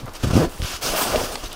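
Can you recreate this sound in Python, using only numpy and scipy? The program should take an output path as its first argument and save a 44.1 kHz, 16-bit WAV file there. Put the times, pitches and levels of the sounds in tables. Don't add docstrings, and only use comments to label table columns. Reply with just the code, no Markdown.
import sys
import numpy as np
from scipy import signal
from scipy.fft import rfft, irfft, next_fast_len
from scipy.io import wavfile
from scipy.ndimage import uniform_filter1d, map_coordinates

SR = 44100
rng = np.random.default_rng(int(sys.argv[2]) if len(sys.argv) > 2 else 0)


def bounce(signal):
    frames = np.transpose(np.atleast_2d(signal))
    limited = np.clip(frames, -1, 1)
    pcm = np.round(limited * 32767).astype(np.int16)
    wavfile.write(sys.argv[1], SR, pcm)


def volts(x):
    e = np.asarray(x, float) / 20
    return 10 ** e


N = 68355


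def noise():
    return rng.standard_normal(N)


def unit(x):
    return x / np.sqrt(np.mean(x ** 2) + 1e-20)


def filtered(x, response):
    m = next_fast_len(len(x) + 8192)
    return irfft(rfft(x, m) * response(np.fft.rfftfreq(m, 1 / SR)), m)[:len(x)]


def coloured(x, points):
    point_hz, db = np.transpose(points)

    def response(hz):
        return volts(np.interp(np.log(hz + 1), np.log(point_hz + 1), db, -120, -120))

    return unit(filtered(x, response))


def resonant(x, peaks):
    def response(f):
        return sum(volts(db) * 1j * f * w / (c * c - f * f + 1j * f * w) for c, w, db in peaks)

    return filtered(x, response)


def wobble(rate):
    return map_coordinates(rng.standard_normal(999), [np.arange(N) * rate / SR])


def gate(start, length, rise, fall):
    t = np.arange(N) / SR - start
    return np.clip(t / rise + .5, 0, 1) ** 2 * np.exp(-np.clip(t - length, 0, None) / fall)


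def grainy(spectrum, patchy_db):
    grains_per_s, spread_db, grain_share = 9000, 2.2, .4
    chance, size, side = rng.random((3, N))
    clicks = (chance < grains_per_s / SR) * volts(-spread_db * np.log(size + .003)) * np.sign(side - .5)
    mixed = np.sqrt(grain_share) * unit(clicks) + np.sqrt(1 - grain_share) * noise()
    z = signal.stft(mixed, nperseg=256)[2]
    patches = uniform_filter1d(rng.standard_normal(z.shape), size=5, axis=0)
    patches = unit(uniform_filter1d(patches, size=12, axis=1))
    patchy = signal.istft(z * volts(patchy_db * patches), nperseg=256)[1][:N]
    return coloured(patchy, spectrum)


# frequency in Hz, level in dB per Hz.
WEAVE = [(900, -10), (1400, -2.5), (2000, -8), (2800, -0.5), (4100, -6.5), (4700, -3), (6200, -4.5),
         (7600, -10), (15700, -19)]
SHEEN = [(6000, -12), (8600, 2.5), (11000, 0), (13800, -3), (15800, 2.5)]
BODY = [(88, -15), (150, -2.5), (385, -1), (431, -0.5), (723, 2), (866, -5), (1310, -1.5), (2200, -24),
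        (3400, -41)]
# start in seconds, length in seconds, level in dB, sheen in dB, body in dB.
STROKES = [(-.02, 0.025, -42.5, -4, -9), (0.064, 0.022, -50.5, -7, 14), (0.128, 0.023, -45, -4, -3),
           (0.145, 0.014, -35, -12, -8), (0.189, 0.045, -43, -1, 2.5), (0.226, 0.018, -28, -15, 2.5),
           (.262, 0.024, -33.5, -19, 1.5), (0.3, 0.013, -32, -24, 7), (0.328, 0.059, -28, -18, 2.5),
           (0.39, 0.064, -35, -3, 6), (0.478, 0.22, -44.5, 10, -3), (0.623, .14, -30.5, -17, -6),
           (0.813, 0.092, -27, 7, -3.5), (0.909, 0.056, -28, 5, 0.5), (0.954, 0.088, -25.5, 7.5, -6.5),
           (1.048, .1, -28.5, 3, 1), (1.151, .11, -30.5, 5, 1.5), (1.268, 0.077, -35, 4, -1),
           (1.368, 0.046, -40.5, 3, 0.5), (1.422, 0.045, -35.5, -1, -2.5), (1.487, 0.071, -43.5, -6, 2.5)]


def rubbing():
    weave_db, sheen_db, body_db = -1, -14.5, -1.5
    shapes = np.array([gate(start, length, 0.019 + 0.088 * length, 0.018) * volts(db)
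                       for start, length, db, _, _ in STROKES])
    _, _, _, stroke_sheen_db, stroke_body_db = np.transpose(STROKES)
    grip = volts(0.56 * wobble(35.06) + 0.71 * wobble(120))

    def drive(db):
        return grip * np.sqrt(volts(2 * db) @ shapes ** 2)

    weave = drive(np.full(len(STROKES), weave_db)) * grainy(WEAVE, patchy_db=1.0)
    sheen = drive(sheen_db + stroke_sheen_db) * grainy(SHEEN, patchy_db=1.5)
    body = drive(body_db + stroke_body_db) * grainy(BODY, patchy_db=3.5)
    return weave + sheen + body


# frequency in Hz, level in dB per Hz.
HUSH = [(35, -21), (60, 4.5), (149, -14), (292, -5.5), (1180, -10.5), (2110, -20), (4650, -22),
        (6300, -26.5), (15600, -32)]
RUMBLE = [(15, 9), (33, -2), (70, -19), (150, -20.5), (300, -28)]


def floor():
    hush_db, rumble_db = -42, -39
    lumps = volts(1.2 * wobble(13.5))
    rumble = unit(lumps * coloured(noise(), RUMBLE))
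    return volts(hush_db) * coloured(noise(), HUSH) + volts(rumble_db) * rumble


# start in seconds, length in seconds, level in dB, pitch in Hz.
FOLDS = [(0.015, 0.016, -39, 200), (0.064, 0.0054, -37, 970), (0.235, 0.012, -24, 352),
         (0.299, 0.0089, -34, 1000), (0.44, 0.0078, -26, 660), (0.456, 0.021, -31, 290),
         (0.586, 0.032, -38.5, 410), (0.972, 0.024, -31.5, 1140), (0.95, 0.11, -29, 780),
         (1.011, 0.0095, -25.5, 970), (1.013, 0.015, -26, 276), (1.123, 0.022, -26.5, 503),
         (1.129, 0.0096, -27, 500), (1.146, 0.011, -29, 1400), (1.172, 0.02, -29, 700),
         (1.198, 0.027, -27, 463), (1.257, 0.059, -35.5, 485), (1.3535, 0.004, -26.5, 900),
         (1.434, 0.0083, -29.5, 450), (1.3535, 0.0034, -29.5, 3500), (0.826, 0.046, -28, 5300),
         (0.96, 0.06, -29, 13600), (0.995, 0.051, -32.5, 8500), (0.861, 0.05, -36.5, 270),
         (1.197, .045, -38, 5200), (.621, 0.013, -37.5, 4700), (1.514, .02, -41, 3300),
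         (1.31, 0.038, -43, 8900), (1.456, .007, -37.5, 3800), (1.436, .008, -43, 5000),
         (.29, .02, -35, 400), (1.105, 0.025, -32.5, 1280), (.84, 0.034, -33.5, 430),
         (.405, 0.043, -32, 71), (.075, 0.013, -39, 92), (.82, 0.046, -39.5, 115), (1.225, 0.019, -35, 94),
         (1.2, .03, -40, 90), (0.54, .02, -41.5, 140)]


def folds():
    edge_s = 0.0009
    out = np.zeros(N)
    for start, length, db, hz in FOLDS:
        colour = [(hz, min(0.88 * hz, 2200), 0)]
        crumple = unit(resonant(resonant(noise(), colour), colour))
        out += volts(db) * gate(start, length, edge_s + 0.45 * length, edge_s + 0.59 * length) * crumple
    return out


# start in seconds, peak in dB, pitch in Hz.
THUMPS = [(0.032, -30.5, 108), (.039, -29, 113), (.048, -29, 120), (.1, -39, 29.6), (0.201, -38, 25),
          (0.236, -17, 110), (.244, -18, 91), (0.254, -20, 140), (0.257, -21, 58.6), (0.272, -16.5, 107),
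          (.282, -24, 184), (.287, -21, 120), (0.307, -16, 129), (0.333, -13, 138), (.343, -18, 150),
          (0.463, -29, 55), (.6, -22, 65), (0.624, -20.5, 70), (0.645, -21, 78), (0.741, -32.5, 57.7),
          (0.897, -29.5, 28.7), (1.118, -31, 55), (1.142, -25, 60.4), (1.174, -27, 50), (1.301, -37.5, 40),
          (1.435, -29.5, 29.7), (1.462, -34, 60)]


def thumps():
    out = np.zeros(N)
    for start, db, hz in THUMPS:
        cycles = np.clip(np.arange(N) / SR - start, 0, None) * hz
        swell = 1 - np.exp(-cycles / 0.074)
        decay = volts(-60 * cycles / (2.24 * 1.14))
        out -= 3.78 * volts(db) * np.sin(2 * np.pi * cycles) * swell * decay
    return out


# start in seconds, peak in dB, pitch in Hz, 60 dB decay in seconds.
SNAPS = [(0.058, -29.5, 8000, 0.0066), (0.08, -31, 1320, 0.017), (.063, -31, 12000, 0.0046),
         (0.093, -31, 3500, 0.0096), (.1365, -26.5, 9000, 0.0071), (.153, -25, 4400, 0.01),
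         (.1695, -27, 13000, .008), (.578, -33, 1500, .012), (.601, -34, 3000, 0.014),
         (0.6192, -14, 3100, 0.0022), (.7665, -23, 7000, .015), (1.022, -13.5, 2500, 0.0038),
         (1.1591, -11, 2670, 0.0087), (1.3557, -17, 3720, 0.019), (1.4575, -27, 3800, 0.008),
         (1.482, -25, 13000, .006), (1.5293, -18.5, 9000, 0.01), (1.53, -24.5, 3500, 0.009),
         (0.496, -29, 5500, .006), (.545, -36, 4000, .006), (.718, -24, 9000, .006),
         (1.51, -33, 12000, .006), (1.198, -22, 1500, 0.0091)]


def snaps():
    out, t = np.zeros(N + 4096), np.arange(4096) / SR
    for start, db, hz, t60 in SNAPS:
        crack = rng.standard_normal(len(t)) * volts(-60 * t / t60) * (1 - np.exp(-t / (0.12 * t60)))
        crack[2] -= 2.5
        colour = [(hz, 1.5 * hz, 0)]
        crack = resonant(resonant(crack, colour), colour)
        crack = filtered(crack, lambda f: 1 / (1 + 1j * f / (2.6 * hz)) ** 2)
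        out[round(start * SR):][:len(t)] += volts(db) * crack / np.abs(crack).max()
    return out[:N]


# start in seconds, peak in dB, pitch in Hz, 60 dB decay in seconds.
PINGS = [(1.1442, -11, 620, .055), (1.1565, -12, 470, .03), (1.518, -29, 3150, .009),
         (1.537, -35, 3000, .012), (.9365, -17, 620, .015), (1.0195, -16, 330, .025), (.948, -21, 650, .04),
         (1.011, -19, 1000, .025), (1.133, -19, 520, .04), (1.16, -20, 250, .04), (.0785, -30, 1300, .015)]


def pings():
    out = np.zeros(N)
    for start, db, hz, t60 in PINGS:
        t = np.clip(np.arange(N) / SR - start, 0, None)
        swell = 1 - np.exp(-t / (0.13 * t60))
        out += 2.85 * volts(db) * np.sin(2 * np.pi * hz * t) * swell * volts(-60 * t / t60)
    return out


# time in seconds, slips per second, level in dB,
# ring pitch in Hz, ring level in dB.
STRAP = [
    (.344, 52, -28, 220, 3),
    (.356, 72, -14, 240, 6),
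    (.375, 107, -15, 240, 10),
    (.391, 130, -18, 290, 4),
    (.408, 172, -21, 340, 12),
    (.42, 150, -19.5, 430, 14),
    (.433, 146, -19, 400, 9),
    (.451, 185, -25, 390, 13),
    (.461, 170, -45, 380, 8),
]


def strap():
    ring_width_hz, dull_hz, rasp_db = 130, 600, -8
    times, *columns = np.transpose(STRAP)
    t = np.arange(N) / SR
    rate, level_db, ring_hz, ring_db = [np.interp(t, times, c) for c in columns]
    on = (t > times[0]) & (t < times[-1])
    turns = .27 + np.cumsum(on * rate) / SR + .05 * wobble(90.1)
    k = np.arange(1, 13)[:, None]
    f = k * rate
    ring = volts(ring_db) * 1j * f * ring_width_hz / (ring_hz ** 2 - f * f + 1j * f * ring_width_hz)
    body = (1 + ring) / (1 + (f / dull_hz) ** 2)
    uneven = volts(3 * np.array([wobble(58.2) for _ in k]))
    uneven = uneven * np.linalg.norm(body / k, axis=0) / np.linalg.norm(body * uneven / k, axis=0)
    peaked_rad = .5
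    saw = -np.imag(body * uneven / k * np.exp(2j * np.pi * k * turns - 1j * peaked_rad)).sum(axis=0)
    rasp = unit(resonant(noise(), [(360, 200, -2), (500, 200, -6)]))
    rasp = rasp * (rate / 140) ** 2
    return volts(level_db) * on * (saw + volts(rasp_db) * rasp)


def room(x):
    t60_s = .16
    t = np.arange(SR // 3) / SR
    tail = rng.standard_normal(len(t)) * volts(-60 * t / t60_s) * (t > .003)
    return signal.fftconvolve(x, tail / np.linalg.norm(tail))[:N]


def scene():
    near = rubbing() + folds() + snaps() + pings() + strap()
    room_db = -13
    return (near + volts(room_db) * room(near) + thumps() + floor())[None]


def low_pass(x):
    return signal.sosfilt(signal.butter(12, 15750, fs=SR, output="sos"), x)


def record(dry):
    low_hz, top_hz = 12, 15780
    mix = filtered(dry[0], lambda hz: (hz < top_hz) * 1j * hz / (low_hz + 1j * hz))[None]
    return low_pass(mix)


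dry = scene()
out = record(dry)
bounce(out)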